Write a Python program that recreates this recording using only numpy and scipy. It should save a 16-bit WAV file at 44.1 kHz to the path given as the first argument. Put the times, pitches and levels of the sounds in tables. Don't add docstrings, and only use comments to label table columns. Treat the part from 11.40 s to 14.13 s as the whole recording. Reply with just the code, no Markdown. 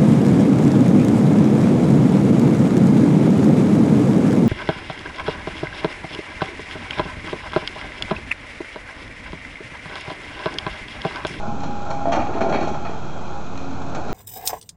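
import sys
import numpy as np
from scipy import signal
from scipy.fft import rfft, irfft
from scipy.io import wavfile
from scipy.ndimage import uniform_filter1d

SR = 44100
rng = np.random.default_rng(int(sys.argv[2]) if len(sys.argv) > 2 else 0)


def transcribe(signal):
    frames = np.atleast_2d(signal).T
    limited = np.clip(frames, -1, 1)
    pcm = np.round(limited * 32767).astype(np.int16)
    wavfile.write(sys.argv[1], SR, pcm)


def rack_gain(trim_db):
    fader = np.asarray(trim_db, float)
    return 10 ** (fader / 20)


N = 120393
T = np.arange(N) / SR

# time_s, crank_hz
CRANK_SPEED = [(0, 30.48), (.25, 30.33), (.55, 30.15), (1.2, 30.17), (1.9, 30.12), (2.2, 30.1), (2.5, 30.4),
               (2.73, 30.7)]
# crank_multiple, level_db
ENGINE_ORDERS = [(3, -45.5), (4.5, -48), (5, -44), (6, -48), (7, -46.5), (7.5, -54), (10.5, -52.5),
                 (12, -48.5), (15, -51), (22, -62.5), (24, -53.5)]
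# time_s, effort_db
ENGINE_LOAD = [
    (0, 0.5),
    (.4, 0.5),
    (1.4, 0.86),
    (1.8, 0.5),
    (2.3, 0.1),
    (2.73, 3.5),
]
# freq_hz, density_db
ROAR_SPECTRUM = [(25, -29.5), (35, -14.5), (52, -9), (110, -5.5), (300, -7), (500, -11.5), (800, -7.5),
                 (1500, -19.5)]
# freq_hz, density_db
CLATTER_SPECTRUM = [(1500, -5), (1900, -6), (3300, -3), (3600, -7), (4700, -10.5), (5500, -12),
                    (7800, -15.5)]
# freq_hz, width_hz, level_db
COWL_MODES = [(865, 35, -45), (1368, 164, -44), (2528, 200, -55), (4150, 480, -60.5), (6320, 1100, -60.5)]
# firing_multiple, level_db
TRUCK_ORDERS = [(1, -50), (2, -45.5), (3, -48.5)]
# start_s, end_s, piston_rate_multiple
VALVE_OPENINGS = [(-.1, .47, 3), (.47, .69, 3), (.85, 1.4, 3), (1.88, 2.04, 3), (.16, .34, 1), (.56, .8, 1),
                  (1.0, 1.2, 1), (2.14, 2.53, 1), (1.6, 2.73, 2), (.25, 1.95, 12), (1.13, 1.8, 12),
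                  (1.13, 1.42, 12), (0, .6, 2)]
WHINE_LEVELS_DB = [-35, -33, -54, -40.5, -38.5, -37, -38.5, -37, -48, -61, -56.5, -55.5, -48]
# start_s, level_db, hold_s
SHELL_BLOWS = [(0.027, -29.5, 0.0081), (0.065, -32, 0.005), (0.232, -35.5, 0.017), (0.456, -31, 0.055),
               (0.505, -28, 0.012), (0.608, -29.5, 0.011), (0.724, -21, 0.07), (0.802, -30.5, 0.015),
               (0.89, -30, .03), (0.926, -27, 0.06), (1.003, -22, 0.024), (1.037, -29.5, 0.04),
               (1.088, -24, 0.061), (1.12, -27, 0.018), (1.156, -26, .035), (1.201, -27.5, 0.044),
               (1.275, -28.5, 0.016), (1.344, -32.5, 0.014), (1.45, -31, 0.015), (2.529, -33.5, 0.043),
               (2.56, -31, 0.045), (2.657, -37.5, 0.074)]
# freq_hz, level_db, t60_s
SHELL_MODES = [(548, -18, 0.45), (582, -7, 0.12), (618.4, -5, 0.17), (651, -2.5, 0.15), (675, -4, .2),
               (745, -0.5, 0.071), (806.5, -1.5, 0.64), (843, -5, 0.24), (872, -6, 0.066),
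               (1057, -23, 0.13), (1061, -8, 0.17), (1333, -11.5, 0.012), (1366, 1, 0.036),
               (1420, -23, 0.16)]
# start_s, level_db, panel_hz, t60_s
BED_THUDS = [(0.074, -24.5, 189.2, 0.45), (0.257, -28, 216, 0.36), (.495, -27.5, 159, 0.12),
             (0.884, -24.5, 366, 0.096), (.665, -26, 270, .2), (0.732, -26, 278, 0.47),
             (.765, -23, 319.6, 0.24), (.775, -29, 82.4, .3), (0.946, -25.5, 315, 0.18),
             (1.008, -23.5, 381.4, 0.34), (1.061, -26, 308, 0.2), (1.11, -25.5, 196, 0.17),
             (1.145, -20, 340.4, 0.19), (1.209, -24, 331, 0.18), (1.258, -26.5, 248, 0.17),
             (1.309, -27.5, 315, 0.14), (1.012, -24, 327, 0.17), (1.491, -29.5, 371, 0.22),
             (2.55, -30.5, 345, 0.17), (2.679, -39, 228.5, 0.2), (2.69, -30, 354, 0.3)]
# start_s, level_db, hold_s, tilt_db_per_octave
PIN_CLANKS = [(0.503, -45, 0.006, 20), (0.7182, -30.5, 0.052, 6), (0.794, -36.5, 0.032, -3),
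              (0.931, -41.5, 0.059, 1), (1.007, -32.5, 0.025, 5), (1.088, -42.5, 0.076, 8),
              (1.123, -32.5, 0.028, 5), (1.146, -31.5, 0.04, 4.5), (1.204, -39, 0.056, 7),
              (1.272, -43.5, 0.027, 9), (1.342, -44.5, 0.012, 7.5), (2.547, -39, 0.016, 9.5),
              (2.68, -47, 0.041, 8.5),
              (.656, -45, .05, -2),
    (.866, -44, .006, -3),
    (.203, -47, .005, 10.5),
    (.233, -43, .012, 9),
    (.509, -37, .008, 7),
    (1.449, -38.5, .025, 0),
    (2.175, -42, .006, 9),
]
# freq_hz, level_db, t60_s
PIN_MODES = [(1844, -3, 0.021), (1947, -3, 0.031), (2277, 1, 0.023), (2432, 2, 0.027), (2580, -9.5, 0.11),
             (2720, -8.5, 0.01), (3270, -7.5, 0.037), (3760, -18, 0.045), (3910, -13.5, 0.03),
             (4245, -7, 0.021)]
# freq_hz, level_db
CRACK_SPECTRUM = [(1200, 16), (1650, 4.5), (2200, -21.5), (2900, -8.5), (4350, -22.5), (4700, -17),
                  (5900, -14.5), (7600, -26.5)]
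# start_s, level_db, centre_hz
SHELL_KNOCKS = [(.6555, -18.5, 680), (.6717, -21, 680), (.682, -25, 680), (.6952, -24, 680),
                (.7231, -21, 680), (.234, -29, 740), (.506, -28, 780), (.517, -29, 780), (.739, -24, 640),
                (.75, -24, 720), (.762, -23, 740), (.774, -25, 620), (.811, -25, 700), (.889, -30, 720),
                (.931, -30, 680), (.968, -26, 760), (1.008, -27, 660), (1.014, -22, 660), (1.034, -27, 740),
                (1.046, -25, 700), (1.065, -24, 640), (1.084, -26, 610), (1.117, -25, 690),
                (1.128, -26, 740), (1.1455, -18, 650), (1.16, -25, 600), (1.174, -24, 700),
                (1.187, -26, 620), (1.273, -24, 635), (1.351, -30, 760), (1.45, -33, 700),
                (1.762, -33, 700), (2.548, -30, 760), (2.575, -31, 680)]
# freq_hz, level_db, t60_s
KNOCK_MODES = [(528, -12, .08), (612, -6, .12), (680, 0, .13), (727, -8, .1), (812, -4, .09),
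               (862, -12, .06), (1350, -17, .05), (1500, -14, .05), (2330, -22, .04)]

T60_WIDTH = np.log(1000) / np.pi


def evened(x):
    return x / np.sqrt(np.mean(x ** 2) + 1e-20)


def loudest(x):
    return x / np.sqrt(uniform_filter1d(x ** 2, 441).max())


def curve(points):
    return np.interp(T, *np.transpose(points))


def add(mix, start_s, sound):
    part = mix[max(round(start_s * SR), 0):][:len(sound)]
    part += sound[:len(part)]


def band(x, low_hz, high_hz):
    return signal.lfilter(*signal.butter(2, [low_hz, high_hz], "bandpass", fs=SR), x)


def coloured(x, points):
    f, level_db = np.transpose(points)
    hz = np.fft.rfftfreq(len(x), 1 / SR) + 1
    octaves_outside = np.maximum(np.log2(f[0] / hz), 0) + np.maximum(np.log2(hz / f[-1]), 0)
    gain_db = np.interp(np.log(hz), np.log(f), level_db) - 35 * octaves_outside
    return irfft(rfft(x) * rack_gain(gain_db), len(x))


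def ring(x, hz, width_hz):
    r = np.exp(-np.pi * width_hz / SR)
    w = 2 * np.pi * hz / SR
    return signal.lfilter([np.sin(w)], [1, -2 * r * np.cos(w), r * r], x)


def slow(hz):
    noise = uniform_filter1d(rng.standard_normal(N), 800)
    return evened(signal.lfilter([1], [1, -np.exp(-2 * np.pi * hz / SR)], noise))


def tone(turns, level_db, waver_db=0.5, waver_hz=3.3):
    level = np.sqrt(2) * rack_gain(level_db + waver_db * slow(waver_hz))
    drift_turns = 0.018 * slow(waver_hz)
    return level * np.sin(2 * np.pi * (turns + rng.random() + drift_turns))


def rattle(hold_s):
    rate_per_s, t60_s, rise_s = 2200, 0.24, 0.0015
    clump_db, sag_db, settle_db = 1.5, -6, -7
    chance, height = rng.random((16000, 2)).T
    t = np.arange(16000) / SR
    clicks = (chance < rate_per_s / SR) * (2 * height - 1)
    clumps = evened(uniform_filter1d(height - 0.5, 300))
    after_s = np.maximum(t - hold_s, 0)
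    level_db = clump_db * clumps + sag_db * np.minimum(t / hold_s, 1)
    level_db += settle_db * np.minimum(after_s / 0.002, 1) - 60 * after_s / t60_s
    return clicks * np.minimum(t / rise_s, 1) * rack_gain(level_db)


def struck(modes, drive, tilt_db):
    out = np.zeros(len(drive))
    for hz, level_db, t60_s in modes:
        uneven_db, detune = 2 * rng.standard_normal(), 0.013 * rng.standard_normal()
        mode = evened(ring(drive, hz * (1 + detune), T60_WIDTH / t60_s))
        out += rack_gain(level_db + uneven_db + tilt_db * np.log2(hz / 2000)) * mode
    return out


def engine(turns):
    roar_db, roar_gate = -35, 0.052
    clatter_db, clatter_gate, clatter_load = -50, 0.28, 0.23
    firings = 3 * turns
    strength = rack_gain(3.6 * rng.standard_normal(400))[firings.astype(int)]
    puff = evened(strength * np.exp(-(firings % 1)))
    load_db = curve(ENGINE_LOAD)
    roar = evened(coloured((1 + roar_gate * puff) * rng.standard_normal(N), ROAR_SPECTRUM))
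    orders = sum(tone(k * turns, db) for k, db in ENGINE_ORDERS)
    clatter = (1 + clatter_gate * puff) * rng.standard_normal(N)
    cowl = sum(rack_gain(db) * evened(ring(clatter, hz, width_hz)) for hz, width_hz, db in COWL_MODES)
    hiss = rack_gain(clatter_db) * evened(coloured(clatter, CLATTER_SPECTRUM))
    return rack_gain(load_db) * (rack_gain(roar_db) * roar + orders) + rack_gain(clatter_load * load_db) * (hiss + cowl)


def ground_dip(x):
    dip_hz, dip_q, depth = 495, 9, 0.45
    return x - depth * signal.lfilter(*signal.iirpeak(dip_hz, dip_q, SR), x)


def truck():
    firing_hz = 34.53
    return sum(tone(k * firing_hz * T, db) for k, db in TRUCK_ORDERS)


def pump(turns):
    pistons, valve_s = 9, 0.04
    out = np.zeros(N)
    for (start_s, end_s, k), level_db in zip(VALVE_OPENINGS, WHINE_LEVELS_DB):
        opening = np.clip(np.minimum(T - start_s, end_s - T) / valve_s + 0.5, 0, 1)
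        out += opening * tone(k * pistons * turns, level_db, waver_db=1.6, waver_hz=10)
    return out


def shell():
    out = np.zeros(N)
    for start_s, level_db, hold_s in SHELL_BLOWS:
        bong = band(struck(SHELL_MODES, rattle(hold_s), 0), 610, 1200)
        add(out, start_s, rack_gain(level_db) * loudest(bong))
    return out


def bed():
    spread = 0.0982
    out = np.zeros(N)
    for start_s, level_db, hz, t60_s in BED_THUDS:
        push = band(rattle(0.015), 0.47 * hz, 2.23 * hz)
        thud = np.zeros(len(push))
        for k in (-2.5, -1.3, 0, 1, 2.0):
            thud += evened(ring(push, hz * (1 + spread * k), T60_WIDTH / t60_s)) / (2 + abs(k))
        add(out, start_s, rack_gain(level_db) * loudest(thud))
    return out


def pins():
    crack_db = 2.5
    out = np.zeros(N)
    for start_s, level_db, hold_s, tilt_db in PIN_CLANKS:
        drive = rattle(hold_s)
        clank = band(struck(PIN_MODES, drive, tilt_db), 1500, 8160)
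        crack = coloured(drive, [(hz, db + tilt_db * np.log2(hz / 2000)) for hz, db in CRACK_SPECTRUM])
        add(out, start_s, rack_gain(level_db) * (loudest(clank) + rack_gain(crack_db) * loudest(crack)))
    return out


def knocks():
    blow = band(np.pad(np.hanning(30), (0, 8000)), 480, 2600)
    out = np.zeros(N)
    for start_s, level_db, centre_hz in SHELL_KNOCKS:
        scale = centre_hz / 680
        knock = sum(rack_gain(db) * ring(blow, hz * scale, T60_WIDTH / t60_s) for hz, db, t60_s in KNOCK_MODES)
        add(out, start_s, rack_gain(level_db) * loudest(knock))
    return out


def yard(x):
    t60_s = 0.5
    taps = np.zeros(SR // 2)
    at = np.arange(300, SR // 2 - 22, 22)
    taps[at + rng.integers(0, 22, len(at))] = rng.choice([-1., 1.], len(at))
    taps *= rack_gain(-60 * T[:SR // 2] / t60_s)
    return signal.fftconvolve(x, taps / np.linalg.norm(taps))[:N]


def scene():
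    turns = np.cumsum(curve(CRANK_SPEED)) / SR
    machines = ground_dip(engine(turns)) + truck() + pump(turns)
    blows = shell() + bed() + pins() + knocks()
    return (machines + blows + rack_gain(-5.5) * yard(blows))[None]


def roll_off(x):
    return signal.sosfilt(signal.butter(12, 8010, fs=SR, output="sos"), x)


def record(dry):
    edge_hz, offset = 7950, 0.0759
    lowpass = signal.firwin(401, edge_hz, window=("kaiser", 9), fs=SR)
    narrow = signal.oaconvolve(dry, lowpass[None], "same")
    return roll_off(narrow + offset)


dry = scene()
out = record(dry)
transcribe(out)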